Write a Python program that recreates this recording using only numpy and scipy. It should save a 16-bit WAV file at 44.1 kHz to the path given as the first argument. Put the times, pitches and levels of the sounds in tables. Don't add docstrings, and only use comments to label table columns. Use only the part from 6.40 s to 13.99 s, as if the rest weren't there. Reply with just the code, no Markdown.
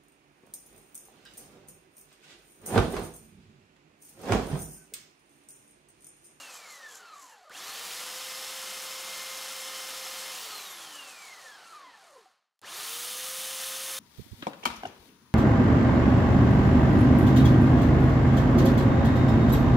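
import sys
import numpy as np
from scipy import signal
from scipy.fft import rfft, irfft, next_fast_len
from scipy.io import wavfile
from scipy.ndimage import uniform_filter1d

SR = 44100
rng = np.random.default_rng(int(sys.argv[2]) if len(sys.argv) > 2 else 0)


def inscribe(sig):
    pcm = np.round(np.clip(np.atleast_2d(sig).T, -1, 1) * 32767)
    wavfile.write(sys.argv[1], SR, pcm.astype(np.int16))


def amplitude_ratio(level_db):
    exponent = np.asarray(level_db, float) / 20
    return 10 ** exponent


N = 334719

FULL_SPEED = 525
# on_s, off_s
SWITCHED_ON = [(1.098, 3.93), (6.217, 9)]
# from_s, to_s
ROLL_OVER = (4.2, 5.75)
# start_s, speed_turns_per_s, bearing_friction_turns_per_s2, air_drag_per_turn
COASTS = [(0, 285, 171.4, .00114), (3.914, 524.4, 166, .00116)]
# start_s, top_turns_per_s, initial_turns_per_s, quick_share, quick_s, slow_s (time constants)
SPIN_UPS = [(1.098, 524.5, 65, .409, .0369, .1967), (6.2166, 529.2, 0, .475, .0556, .2024)]

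# cycles_per_rotor_turn,
# waver_db, waver_s, speed_power (exponent that the level follows)
WHINES = [(1, .6, .03, 1.5), (2, 2, .05, 2), (4, 1.8, .2, 6), (12, 3, .02, 1.6), (10, 2.5, .008, .25),
          (20, 3, .02, 0), (32, 3, .015, 1.4), (2.92, 3, .03, .9), (5.84, 3, .03, .7), (8.75, 2.5, .03, 3),
          (2.38, 4, .02, 0)]
# powered_on_side_db, powered_turned_over_db, coasting_db, added_at_full_pull_db
WHINE_LEVELS = [(-59.5, -57, -60, 0), (-66, -66, -62, 10), (-62, -74, -76, 0), (-68, -62, -90, 29),
                (-54, -58, -56.5, -5), (-76, -62, -72, -10), (-59, -52, -56, 0), (-71, -68, -64, 28),
                (-66, -64, -66, 0), (-65, -68, -85, 0), (-74, -69, -90, 0)]
# centre_hz, width_hz, lift_db
COVERS = [(150, 200, -25), (290, 50, 10), (525, 60, 7), (640, 60, -6), (800, 200, -2), (1060, 90, 4),
          (1220, 170, 9), (1750, 200, 10), (2110, 120, 5), (2780, 350, 6), (3300, 200, 6), (3800, 200, 4),
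          (4250, 250, 8), (4600, 150, -2), (5240, 500, 1), (6600, 1200, 2), (14000, 6000, 2)]
COAST_PATCHY_DB, COAST_PATCH_S, COAST_SMEAR = 2.5, .07, .25

# frequency_hz, density_db
COLOUR_FAST_SIDE = [(18, -69), (30, -44), (203, -21), (456, -12.5), (520, -10.5), (592, -12), (1050, -7.5),
                    (1920, -8), (3160, -5), (4810, -7.5), (5340, -6), (11400, -10.5), (15600, -17)]
COLOUR_FAST_TURNED = [(18, -59), (30, -32), (468, -13.5), (520, -16), (592, -11.5), (1270, -7),
                      (2030, -6.5), (3510, -3), (4930, -4.5), (5770, -1), (8110, 2.5), (10500, 4),
                      (15600, 0)]
COLOUR_SLOW = [(18, -58), (30, -30), (308, -8.5), (493, -0.5), (770, 2.5), (949, 2.5), (1050, 4.5),
               (2370, -2), (3160, -3.5), (3510, -4.5), (4220, -2), (9240, -16), (15600, -27)]
# centre_hz, width_hz, on_side_db, turned_over_db
HOUSING = [(100, 25, 5, 2), (140, 25, 4, 3), (200, 30, 8, 5), (760, 80, 4, 3), (1060, 80, 3, 2),
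           (1240, 110, 4, 4), (1375, 50, 4, 1), (1780, 90, 4, 4), (3070, 200, 3, 4), (3600, 250, 1, 4),
           (4300, 400, 2, 1), (6350, 400, 1, 3), (8720, 300, 0, 4), (9570, 400, 0, 4), (10500, 300, 1, 5)]
# speed_turns_per_s, housing_rattle_db, fan_hiss_db
NOISE_BY_SPEED = [(0, -100, -104), (8, -80.5, -95), (38, -65, -77.5), (109, -57, -71), (190, -53, -59),
                  (281, -49, -53.5), (392, -44, -48), (500, -41.5, -43)]
# rattle_db, hiss_db
NOISE_PULL = (2.5, 3)
# rattle_db, hiss_db
NOISE_TURNED = (2.5, 4.5)
RING_DOWN_DB_PER_S = 106

# centre_hz, width_hz, level_db
SCRAPE_FACING = [(6250, 1830, -3), (7570, 650, 0.5), (9200, 810, -9.5), (11500, 850, -8),
                 (13700, 1600, -19.5)]
# centre_hz, width_hz, level_db
SCRAPE_BEHIND = [(4300, 1300, -4), (6500, 1000, 1.5), (8900, 2400, -2), (12500, 3700, -14)]
# speed_turns_per_s, level_db
SCRAPE_BY_SPEED = [(0, -100), (25, -71.5), (60, -59.5), (110, -55), (170, -52), (290, -50), (525, -50.5)]
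# from_s, to_s
BELT_SWINGS_AWAY = (4.2, 5)
TURNS_PER_LAP, FIRST_PASS_TURNS = 39.37, 1.5
LAP_DEPTH_DB, PASS_BREADTH, SCRAPE_BEHIND_DB = 14.5, 2.4, -5.5

ROOM_TONE_DB = -104
# start_s, level_db, ring_hz, ring_t60_s, crack_over_ring_db (ahead of its filter)
CLICKS = [(.746, -43, 1260, .05, -18), (.979, -51, 830, 0.057, -40), (1.096, -43, 1470, 0.051, -12),
          (4.853, -56, 2200, .02, 5), (5.756, -50.5, 1047, 0.16, -40), (5.858, -52, 757, 0.12, -40),
          (6.156, -80, 1350, .02, -10), (6.192, -78, 780, .02, 9), (6.216, -55, 780, 0.022, 0.5)]
# pitch_hz, level_db, added_at_full_pull_db
COIL_HUM = [(101, -86, 14), (199.5, -85, 18)]


def evened(x):
    return x / np.sqrt(np.mean(x ** 2) + 1e-20)


def drift(seconds):
    size = max(round(seconds * SR), 1)
    return evened(uniform_filter1d(uniform_filter1d(rng.standard_normal(N), size), size))


def read_colour(points, hz):
    f, db = np.transpose(points)
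    return np.interp(np.log(hz + 1), np.log(f + 1), db)


def bumps(hz, peaks):
    return sum(db / (1 + (2 * (hz - f) / width) ** 2) for f, width, db in peaks)


def filtered(x, gain, size):
    return evened(irfft(rfft(x, size) * gain, size)[:N])


def rotor_speed():
    t, speed = np.arange(N) / SR, np.zeros(N)
    for (s, start, friction, drag), (on, top, low, share, quick, slow) in zip(COASTS, SPIN_UPS):
        scale = np.sqrt(friction / drag)
        angle = np.arctan(start / scale) - np.sqrt(friction * drag) * (t[t >= s] - s)
        speed[t >= s] = scale * np.tan(np.maximum(angle, 0))
        u = t[t >= on] - on
        missing = share * np.exp(-u / quick) + (1 - share) * np.exp(-u / slow)
        speed[t >= on] = top - (top - low) * missing
    return speed


def powered():
    t = np.arange(N) / SR
    return uniform_filter1d(sum(1. * (t > on) * (t < off) for on, off in SWITCHED_ON), 400)


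def pull(speed):
    return powered() * np.clip(1 - speed / FULL_SPEED, 0, 1)


def turned():
    return np.interp(np.arange(N) / SR, ROLL_OVER, [0, 1])


def whines(speed):
    angle = 2 * np.pi * np.cumsum(speed) / SR
    power, load, over = powered(), pull(speed), turned()
    patchy = np.tanh(drift(COAST_PATCH_S))
    grid, out = np.arange(0, SR / 2, 5.), np.zeros(N)
    covers = amplitude_ratio(bumps(grid, COVERS))
    for (order, waver_db, waver_s, law), levels in zip(WHINES, WHINE_LEVELS):
        side_db, turned_db, off_db, pull_db = levels
        on_db = side_db + over * (turned_db - side_db)
        coast_db = off_db + COAST_PATCHY_DB * np.roll(patchy, round(order * SR / 7))
        db = power * on_db + (1 - power) * coast_db + pull_db * load + waver_db * drift(waver_s)
        level = amplitude_ratio(db) * (speed / FULL_SPEED) ** law * np.interp(order * speed, grid, covers)
        smear = (.2 + COAST_SMEAR * (1 - power)) * np.sqrt(order) * drift(.012)
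        out += level * np.sin(order * angle + smear)
    near_rest = np.clip(speed / 42, 0, 1) ** 8
    return np.sqrt(2) * near_rest * out


def noise_levels(speed):
    turns, *levels = np.transpose(NOISE_BY_SPEED)
    load, over = pull(speed), turned()
    fall = RING_DOWN_DB_PER_S * np.arange(N) / SR
    limited = []
    for db, pull_db, turned_db in zip(levels, NOISE_PULL, NOISE_TURNED):
        wanted = np.interp(speed, turns, db) + pull_db * load + turned_db * over
        limited.append(np.maximum.accumulate(wanted + fall) - fall)
    return limited


def rattle_and_rush(speed):
    size = next_fast_len(N)
    hz = np.fft.rfftfreq(size, 1 / SR)
    f, width, side_db, turned_db = np.transpose(HOUSING)
    on_side, over = bumps(hz, zip(f, width, side_db)), bumps(hz, zip(f, width, turned_db))
    colours = [read_colour(COLOUR_SLOW, hz) + on_side,
               read_colour(COLOUR_FAST_SIDE, hz) + on_side,
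               read_colour(COLOUR_FAST_TURNED, hz) + over]
    fast = np.clip((speed - 120.) / 376.0, 0, 1)
    shares = [1 - fast, fast * (1 - turned()), fast * turned()]
    upper = 1 / (1 + (5600. / (hz + 1)) ** 8)
    gritty = 1 + 0.93 * np.exp(-speed / 33.0)
    out = np.zeros(N)
    shared = drift(0.0005)
    for band, grain_db, db in zip([1 - upper, upper], [1.1, 1.3], noise_levels(speed)):
        shake_db = gritty * grain_db * shared + 0.38 * drift(0.036)
        shake = rng.standard_normal(N) * amplitude_ratio(shake_db)
        parts = [filtered(shake, np.sqrt(band) * amplitude_ratio(colour), size) for colour in colours]
        out += amplitude_ratio(db) * sum(share * part for share, part in zip(shares, parts))
    return out


def ringing(hz, modes):
    return abs(sum((-1) ** k * amplitude_ratio(db) / (1 + 2j * (hz - f) / width)
                   for k, (f, width, db) in enumerate(modes)))


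def scrape(speed):
    size = next_fast_len(N)
    hz = np.fft.rfftfreq(size, 1 / SR)
    grit = rng.standard_normal(N) * amplitude_ratio(2.2 * drift(0.003))
    facing = filtered(grit, ringing(hz, SCRAPE_FACING), size)
    behind = filtered(grit, ringing(hz, SCRAPE_BEHIND), size)
    swung = np.interp(np.arange(N) / SR, BELT_SWINGS_AWAY, [0, 1])
    laps = (np.cumsum(speed) / SR - FIRST_PASS_TURNS) / TURNS_PER_LAP
    away = abs(np.sin(np.pi * laps)) ** PASS_BREADTH
    db = np.interp(speed, *np.transpose(SCRAPE_BY_SPEED)) - LAP_DEPTH_DB * away
    return amplitude_ratio(db) * ((1 - swung) * facing + swung * amplitude_ratio(SCRAPE_BEHIND_DB) * behind)


def room_tone():
    dull = signal.lfilter([1, -1], [1, -1.75, .78], rng.standard_normal(N))
    return amplitude_ratio(ROOM_TONE_DB) * evened(dull)


def clicks():
    out, t = np.zeros(N), np.arange(5000) / SR
    for s, db, hz, t60, crack_db in CLICKS:
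        noise = signal.lfilter([1, 0, -1], [1, -.9, .3], rng.standard_normal(len(t)))
        crack = amplitude_ratio(crack_db - 60 * t / 0.013) * noise
        swell = 1 - np.exp(-t / 0.00051)
        ring = amplitude_ratio(-60 * t / max(t60, .002)) * swell * np.sin(2 * np.pi * hz * t)
        out[round(s * SR):][:len(t)] += amplitude_ratio(db) * (crack + ring)
    return out


def hum(speed):
    t, unsteady_db, load = np.arange(N) / SR, 2.3 * drift(.03), pull(speed)
    tones = sum(amplitude_ratio(db + pull_db * load + unsteady_db) * np.sin(2 * np.pi * hz * t)
                for hz, db, pull_db in COIL_HUM)
    return powered() * tones


def scene():
    speed = rotor_speed()
    machine = whines(speed) + rattle_and_rush(speed) + scrape(speed)
    mix = machine + room_tone() + clicks() + hum(speed)
    return np.array([mix, mix])


def top_cut(x):
    return signal.sosfilt(signal.butter(12, 16200, fs=SR, output="sos"), x)


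def record(dry):
    low_pass = signal.firwin(511, 15750, window=("kaiser", 9), fs=SR)
    limited = signal.oaconvolve(dry, low_pass[None], "same")
    return top_cut(limited)


dry = scene()
out = record(dry)
inscribe(out)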